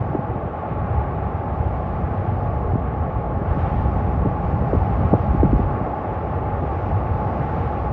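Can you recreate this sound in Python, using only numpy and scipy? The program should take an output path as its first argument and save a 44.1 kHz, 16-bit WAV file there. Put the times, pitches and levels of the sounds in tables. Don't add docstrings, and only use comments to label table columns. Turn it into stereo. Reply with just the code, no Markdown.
import sys
import numpy as np
from scipy import signal
from scipy.fft import rfft, irfft, next_fast_len
from scipy.io import wavfile
from scipy.ndimage import uniform_filter1d, minimum_filter1d

SR = 44100
rng = np.random.default_rng(int(sys.argv[2]) if len(sys.argv) > 2 else 0)


def transcribe(u):
    v = np.clip(np.atleast_2d(u).T, -1, 1)
    q = np.round(v * 32767).astype(np.int16)
    wavfile.write(sys.argv[1], SR, q)


N = 349272
TIME_S = np.arange(N) / SR
SIZE = next_fast_len(N)
HZ = np.maximum(np.arange(SIZE // 2 + 1) * SR / SIZE, 1)
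SLOW_STEP = 40


def from_db(db):
    return 10 ** (np.asarray(db) / 20)


def rms_one(x):
    return x / np.sqrt(np.mean(x ** 2) + 1e-20)


def in_time(rows):
    s, *columns = np.transpose(rows)
    return [np.interp(TIME_S, s, column) for column in columns]


def on_grid(points):
    hz, *columns = np.transpose(points)
    return [np.interp(np.log(HZ), np.log(hz), column) for column in columns]


def drift(rate_hz):
    pole = np.exp(-2 * np.pi * rate_hz * SLOW_STEP / SR)
    noise = rng.standard_normal(N // SLOW_STEP + 2002)
    slow = signal.lfilter([1], [1, -2 * pole, pole * pole], noise)[2000:]
    return np.interp(np.arange(N) / SLOW_STEP, np.arange(len(slow)), rms_one(slow))


def swells(s, half_s, peak_db):
    t = np.arange(0, N, SLOW_STEP) / SR
    bells = np.exp(-2 * ((t - s[:, None]) / half_s[:, None]) ** 2)
    power = from_db(peak_db) ** 2 @ bells
    return np.interp(TIME_S, t, power)


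def panned(x, pan_db):
    return x * from_db(np.array([[pan_db / 2], [-pan_db / 2]]))


def evened(x, share, span_s):
    span = max(round(span_s * SR), 2)
    power = uniform_filter1d(np.mean(x ** 2, axis=0), span)
    return rms_one(x / (power + 0.012) ** (share / 2))


# (frequency [Hz], likeness [0-1], left minus right [dB], phase lead of the left [rad])
PORTS = [(25, 0.88, -0.5, -0.07), (60, 1, -0.5, -0.22), (109, 0.99, 2.5, -0.026), (200, 0.94, 0.5, 0.15),
         (610, 0.71, 1.5, 0.27), (884, 1, 2.5, -0.2), (930, 0.6, -9, -0.098), (1030, 1, 0, 0.35),
         (1260, 0.88, -2.5, 0.77), (1570, 0.48, -1, -0.52), (2250, 0.8, 1, -0.22), (3400, 0.99, -1.5, 0.93),
         (4540, 0.9, 0, 0.4), (5030, 1, -0.5, 0)]


def at_ports(spectrum, patchy_db, patch_rate_hz, together=1, count=4):
    alike, balance_db, lead = on_grid(PORTS)
    alike = together * np.clip(alike, 0, 1)
    shared, left, right = rfft(rng.standard_normal((3, SIZE)))
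    own = np.array([left, right])
    tilt = from_db(balance_db / 2) * np.exp(.5j * lead)
    pair = np.array([tilt, 1 / tilt]) * (np.sqrt(alike) * shared + np.sqrt(1 - alike) * own)
    pair *= from_db(on_grid(spectrum)[0])
    lowest_hz, highest_hz = spectrum[0][0], spectrum[-1][0]
    place = 2 * np.log2(np.clip(HZ, lowest_hz, highest_hz) / lowest_hz)
    out = np.zeros((2, N))
    for k in range(count):
        distance = np.abs((place - k + count / 2) % count - count / 2)
        window = np.clip(1 - distance, 0, 1)
        band = irfft(pair * window, SIZE)[:, :N]
        out += band * from_db(patchy_db * drift(patch_rate_hz))
    return rms_one(out)


# (centre frequency [Hz], bandwidth [Hz], gain [dB])
CAVITY = [(844, 99, 8), (957.6, 63.6, -15), (1127, 67, 3.5)]


def housing(x):
    for hz, width_hz, gain_db in CAVITY:
        w, g = 2 * np.pi * hz / SR, from_db(gain_db / 2)
        a = np.pi * width_hz / SR
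        numerator = [1 + a * g, -2 * np.cos(w), 1 - a * g]
        denominator = [1 + a / g, -2 * np.cos(w), 1 - a / g]
        x = signal.lfilter(numerator, denominator, x)
    return x


# (time [s], rumble between buffets [dB], flutter of small fast eddies [dB])
GALE = [(0.0, -31, -30), (0.05, -37, -32.5), (0.17, -46.5, -31), (0.35, -38, -38.5), (0.6, -36, -41.5),
        (0.7, -30.5, -35.5), (0.86, -26.5, -26), (1.08, -29.5, -30.5), (1.19, -28.5, -29.5),
        (1.61, -28, -30), (1.72, -23.5, -31.5), (2.14, -36.5, -27), (2.34, -25.5, -28), (3.04, -26, -29.5),
        (3.2, -27, -29.5), (3.93, -22.5, -26.5), (4.19, -21.5, -24), (4.39, -28.5, -25.5), (4.74, -23, -25),
        (4.96, -22.5, -22), (5.23, -25, -25.5), (5.53, -23.5, -23), (5.65, -24.5, -27), (5.82, -32, -30),
        (5.93, -38, -36), (6.15, -27.5, -34.5), (6.42, -30, -27.5), (6.84, -23.5, -31),
        (7.01, -23.5, -28.5), (7.39, -27.5, -29.5), (7.61, -26.5, -28), (7.81, -26.5, -36.5),
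        (7.92, -22.5, -27)]
# (frequency [Hz], relative level per Hz [dB])
RUMBLE = [(8, -46), (20, -23), (33, -13), (48, 4), (62, 12), (78, 9), (95, 9), (125, -5), (200, -18),
          (600, -110)]
FLUTTER = [(20, -65), (60, -3.5), (120, 6), (170, 1), (250, -8.5), (400, -33.5), (800, -38.5), (2500, -120)]
EDDY = [(10, -40), (30, -11), (60, 3.5), (110, -1.5), (200, -7), (350, -21), (800, -52.5), (2500, -120)]
# (time [s], level [dB])
DEEP = [(0, -5), (.5, -6), (1.0, -4.5), (2.0, -1), (2.8, 2.5), (3.6, 2.5), (4.6, 4.5), (5.2, 5), (5.6, 1.5),
        (6.0, -5), (6.4, 0.5), (7.92, 4)]
DEEP_HZ = 63
# (time of the height [s], level [dB], half length [s])
SWIRLS = [(.2, -30, 0.45), (0.865, -31, 0.23), (2.604, -36, 0.16), (3.79, -21.5, 0.1), (5.748, -25, 0.16)]
# (time of the height [s], peak of the bell [dB], pitch [Hz], half length [s])
BUFFETS = [(0.014, -14, 110, 0.009), (0.06, -22.5, 110, 0.01), (0.107, -23, 121, 0.0055),
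           (0.2, -21, 135, 0.0037), (0.254, -22, 95, 0.0088), (0.315, -18, 114, 0.006),
           (0.365, -22, 120, 0.0065), (0.438, -19, 125, 0.0052), (0.804, -18, 96, 0.011),
           (0.828, -18, 120, 0.0089), (0.912, -13, 101, 0.0084), (0.954, -16.5, 85, 0.009),
           (0.984, -12, 80, 0.011), (1.007, -13.5, 100, 0.0068), (1.039, -19, 80, 0.008),
           (1.226, -15.5, 97, 0.007), (1.269, -18, 98, 0.0063), (1.608, -9, 88, 0.0074),
           (1.664, -12.5, 88, 0.012), (1.936, -13.5, 87, 0.0029), (2.045, -12.5, 83, 0.0072),
           (2.122, -14.5, 88, 0.0087), (2.198, -16.5, 92, 0.024), (2.292, -13, 92, 0.0079),
           (2.475, -17.5, 89, 0.0088), (2.571, -14, 90.5, 0.0061), (2.66, -17, 75, 0.0083),
           (2.696, -16, 70, 0.015), (2.718, -13, 80, 0.0086), (2.744, -12.5, 92, 0.01),
           (2.759, -13, 125, 0.0041), (3.009, -12.5, 86, 0.011), (3.165, -12.5, 82, 0.0096),
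           (3.488, -14.5, 81, 0.0091), (3.515, -8.5, 82, 0.0074), (3.639, -9.5, 87, 0.011),
           (3.767, -11, 79, 0.0078), (3.859, -8, 86, 0.0033), (3.978, -17, 100, 0.0081),
           (4.044, -12.5, 80, 0.0085), (4.128, -17, 93, 0.0058), (4.197, -9, 82, 0.0088),
           (4.273, -4.5, 72, 0.0023), (4.456, -12.5, 92, 0.005), (4.54, -9, 102, 0.0031),
           (4.579, -15, 102, 0.012), (4.774, -7, 80, 0.01), (4.819, -10, 77, 0.013),
           (5.055, -6.5, 94, 0.0067), (5.153, -7.5, 110, 0.0082), (5.313, -9, 70, 0.0071),
           (5.38, -12, 60, 0.0071), (5.404, -7.5, 65, 0.0096), (5.42, -10, 70, 0.0054),
           (5.446, -6, 120, 0.005), (5.499, -14, 110, 0.012), (5.53, -13, 65, 0.0088),
           (5.546, -9, 65, 0.0054), (5.564, -10, 60, 0.012), (5.608, -14, 65, 0.0077),
           (5.665, -12, 60, 0.0077), (6.099, -20, 106, 0.0071), (6.17, -22, 96, 0.01),
           (6.365, -14.0, 90, 0.012), (6.54, -15, 91, 0.006), (6.6, -18.5, 101.6, 0.014),
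           (6.846, -20, 99, 0.029), (6.929, -13, 100, 0.005), (6.971, -15, 100, 0.028),
           (7.114, -10.5, 87, 0.011), (7.151, -13, 95, 0.0052), (7.265, -12, 109, 0.006),
           (7.407, -13.5, 117, 0.0086), (7.519, -19, 91, 0.0062), (7.612, -16, 84, 0.0064),
           (7.67, -16, 103, 0.0056), (7.824, -20, 96, 0.0088)]
LULL_DB, LULL_RATE_HZ = 1.35, 12
GIVE_WAY_DB = 6.5
LOCAL_DB, LOCAL_FOLLOWS = -34.5, 2


def gale():
    rumble_db, flutter_db = in_time(GALE)
    rumble_level = from_db(rumble_db + LULL_DB * drift(LULL_RATE_HZ))
    flutter_level = from_db(flutter_db + LULL_DB * drift(LULL_RATE_HZ))
    s, _, _, half_s = np.transpose(BUFFETS)
    aside = from_db(-GIVE_WAY_DB * swells(s, half_s, np.zeros(len(s))))
    s, swirl_db, half_s = np.transpose(SWIRLS)
    local_level = from_db(LOCAL_DB + LOCAL_FOLLOWS * (flutter_db - flutter_db.mean()))
    lone_level = np.sqrt(local_level ** 2 + swells(s, half_s, swirl_db))
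    rumble = evened(at_ports(RUMBLE, patchy_db=-1.5, patch_rate_hz=6.8), share=0.93, span_s=0.068)
    flutter = evened(at_ports(FLUTTER, patchy_db=1.5, patch_rate_hz=43.0), share=0.98, span_s=0.045)
    deep = signal.sosfilt(signal.butter(2, DEEP_HZ, fs=SR, output="sos"), rumble)
    rumble = rumble + (from_db(in_time(DEEP)[0]) - 1) * deep
    lone = lone_level * at_ports(EDDY, patchy_db=5.0, patch_rate_hz=29.0, together=0)
    return aside * (rumble_level * rumble + flutter_level * flutter) + lone


def buffets():
    reach = 6615
    out, t = np.zeros(N + 2 * reach), np.arange(-reach, reach) / SR
    turns = rng.random(len(BUFFETS))
    for (s, peak_db, hz, half_s), turn in zip(BUFFETS, turns):
        at = round(s * SR)
        bell = from_db(peak_db) * np.exp(-(t / half_s) ** 2)
        out[at:at + len(t)] += bell * np.cos(2 * np.pi * (hz * t + turn))
    return out[reach:N + reach]


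# (time [s], peak level [dB], starting pitch [Hz], time to fall 60 dB [s])
THUMPS = [(0.094, -19.5, 280, 0.055), (0.1481, -11.5, 617, 0.037), (0.186, -14.5, 256, 0.066),
          (0.298, -18, 258, 0.043), (0.357, -14, 260, 0.032), (0.451, -17, 238, 0.046),
          (0.708, -19.5, 215, 0.094), (2.732, -16, 298, 0.04), (2.753, -13.5, 385, 0.044),
          (3.413, -13.5, 327, 0.025), (3.569, -15, 333, 0.061), (3.962, -16.5, 257, 0.067),
          (4.249, -14, 333, 0.053), (4.256, -12.5, 456, 0.073), (4.73, -10, 677, 0.055),
          (4.748, -10, 664, 0.016), (5.13, -4.5, 410, 0.029), (5.1365, -1, 887, 0.023),
          (5.347, -11.5, 400, 0.019), (5.43, -5, 514, 0.055), (5.443, -10.5, 255, 0.13),
          (5.529, -8, 372, 0.078), (5.591, -14.5, 427, 0.058), (5.672, -28, 293, 0.043),
          (5.809, -16, 375, 0.034)]


def thumps():
    length, final_hz = 6615, 90
    out, t = np.zeros(N + length), np.arange(length) / SR
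    chance = rng.standard_normal((len(THUMPS), 2))
    for (s, peak_db, start_hz, t60), (phase, pace) in zip(THUMPS, chance):
        fall_s = 0.158 * t60 * from_db(0.5 * pace)
        hz = final_hz + (start_hz - final_hz) * np.exp(-t / fall_s)
        rise = 1 - np.exp(-(t * start_hz / 1.13) ** 2)
        shape = rise * from_db(-60 * t / t60)
        swings = shape * np.sin(2 * np.pi * np.cumsum(hz) / SR + 3 * phase)
        at = round(s * SR)
        out[at:at + length] += from_db(peak_db) * swings / np.abs(swings).max()
    return out[:N]


# (frequency [Hz], relative level per Hz [dB])
WAKE = [(40, -39), (110, -6.5), (250, -0.5), (450, 1.5), (700, -12), (1500, -66.5)]
WAKE_DB, WAKE_T60_S, WAKE_TOP_HZ = -20.5, .16, 730


def wakes():
    s, peak_db, _, _ = np.transpose(THUMPS)
    starts = np.zeros(N)
    starts[(s * SR).astype(int)] = from_db(peak_db + WAKE_DB)
    decay = from_db(-60 / (WAKE_T60_S * SR))
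    level = signal.lfilter([1], [1, -decay], starts + 1e-18)
    ragged = level * at_ports(WAKE, patchy_db=4.0, patch_rate_hz=28.0)
    return signal.sosfilt(signal.butter(6, WAKE_TOP_HZ, fs=SR, output="sos"), ragged)


# (time [s], crash hiss [dB], fine spray [dB]), levels before the housing
SEA = [(0, -36.5, -73), (.5, -36.5, -76.5), (.9, -34, -73.5), (1.3, -35.5, -74), (1.6, -36, -72.5),
       (1.8, -36, -72), (2.25, -35.5, -71.5), (2.55, -37.5, -71.5), (2.9, -36.5, -75.5), (3.44, -37.5, -73),
       (3.52, -32.5, -70), (3.56, -35, -68), (3.6, -33.5, -69.5), (3.66, -31, -69), (3.77, -35, -69.5),
       (3.95, -35, -68), (4.15, -35, -70.5), (4.4, -35, -71.5), (4.65, -34.5, -67.5), (4.9, -33, -68.5),
       (5.15, -33.5, -67), (5.45, -34.5, -68), (5.75, -35, -71), (6.1, -35, -71.5), (6.55, -34, -72),
       (6.82, -34, -67), (7.02, -34.5, -69.5), (7.3, -33.5, -67.5), (7.65, -32.5, -67.5), (7.9, -35, -68.5)]
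# (frequency [Hz], relative level per Hz [dB])
ROAR = [(15, -60), (60, -4), (200, -1), (400, -0.5), (700, -1), (1100, -6.5), (1500, -28.5), (2500, -46.5),
        (6000, -120)]
HISS = [(300, -40), (700, 3), (1300, -2.5), (1900, -11.5), (2600, -20.5), (3600, -33), (4600, -50),
        (7000, -91.5)]
SPRAY = [(2000, -27.5), (3600, -4), (4600, -6), (6300, -12.5), (7500, -23.5), (8800, -37), (10000, -58.5),
         (15000, -80)]
ROAR_START_DB, ROAR_TOP_DB, ROAR_TOP_S, ROAR_PAN_DB = -29, -27, 4.9, 1.34


def sea():
    hiss_db, spray_db = in_time(SEA)
    roar_db, = in_time([(0, ROAR_START_DB), (ROAR_TOP_S, ROAR_TOP_DB)])
    roar = from_db(roar_db) * at_ports(ROAR, patchy_db=0.92, patch_rate_hz=14.0)
    hiss = from_db(hiss_db) * at_ports(HISS, patchy_db=1.02, patch_rate_hz=22.0)
    spray = from_db(spray_db) * at_ports(SPRAY, patchy_db=1.0, patch_rate_hz=7.5)
    return housing(panned(roar, ROAR_PAN_DB) + hiss + spray)


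# (time of the height [s], level [dB], half length [s])
BLOOMS = [(1.75, -64, .15), (2.3, -62.5, 0.19), (3.61, -52, .04), (3.742, -54, 0.14), (4.0, -60, 0.072),
          (5.1, -63, .3), (6.849, -60, 0.11), (7.597, -60, 0.29)]
# (frequency [Hz], relative level per Hz [dB])
BLOOM = [(1000, -30.5), (2200, 4.5), (3200, -6), (4500, -18), (6500, -35), (9000, -69.5)]


def blooms():
    s, bloom_db, half_s = np.transpose(BLOOMS)
    level = np.sqrt(swells(s, half_s, bloom_db))
    return level * at_ports(BLOOM, patchy_db=2.0, patch_rate_hz=15.0)


# (time [s], level before onset shaping [dB], frequency [Hz], time to fall 60 dB [s],
# left minus right [dB])
HOLLOW = (6.352, -19, 482, .2, -1.0)


def hollow_tone():
    s, level_db, hz, t60, pan_db = HOLLOW
    t = np.maximum(TIME_S - s, 0)
    shape = from_db(level_db - 60 * t / t60) * (1 - np.exp(-t / 0.0048))
    phase = np.array([[.8], [-.8]])
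    return panned(shape * np.sin(2 * np.pi * hz * t + phase), pan_db)


def scene():
    return sea() + blooms() + gale() + buffets() + housing(thumps() + wakes()) + hollow_tone()


LOW_CUT_HZ, CUTOFF_HZ = 33, 15100
CEILING = .85
SELF_NOISE_DB, SELF_NOISE_HZ = -90, 13300
CLOCK_HZ, MIRROR_DB = 9600, -61.5
MIRROR_LOW_HZ, MIRROR_HIGH_HZ = 80, 260


def record(dry):
    x = dry * np.minimum(TIME_S / .003, 1)
    x = signal.sosfilt(signal.butter(2, LOW_CUT_HZ, "high", fs=SR, output="sos"), x)
    needed = minimum_filter1d(CEILING / np.maximum(np.abs(x).max(axis=0), CEILING), size=160)
    gain = uniform_filter1d(uniform_filter1d(needed, size=80), size=80)
    x = x * gain
    bass_band = signal.butter(2, [MIRROR_LOW_HZ, MIRROR_HIGH_HZ], "band", fs=SR, output="sos")
    bass = signal.sosfilt(bass_band, x)
    noise_band = signal.butter(8, SELF_NOISE_HZ, "high", fs=SR, output="sos")
    x = x + from_db(SELF_NOISE_DB) * signal.sosfilt(noise_band, rng.standard_normal(N))
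    x = x + from_db(MIRROR_DB) * bass * np.cos(2 * np.pi * CLOCK_HZ * TIME_S)
    return signal.sosfilt(signal.ellip(10, .5, 60, CUTOFF_HZ, fs=SR, output="sos"), x)


dry = scene()
out = record(dry)
transcribe(out)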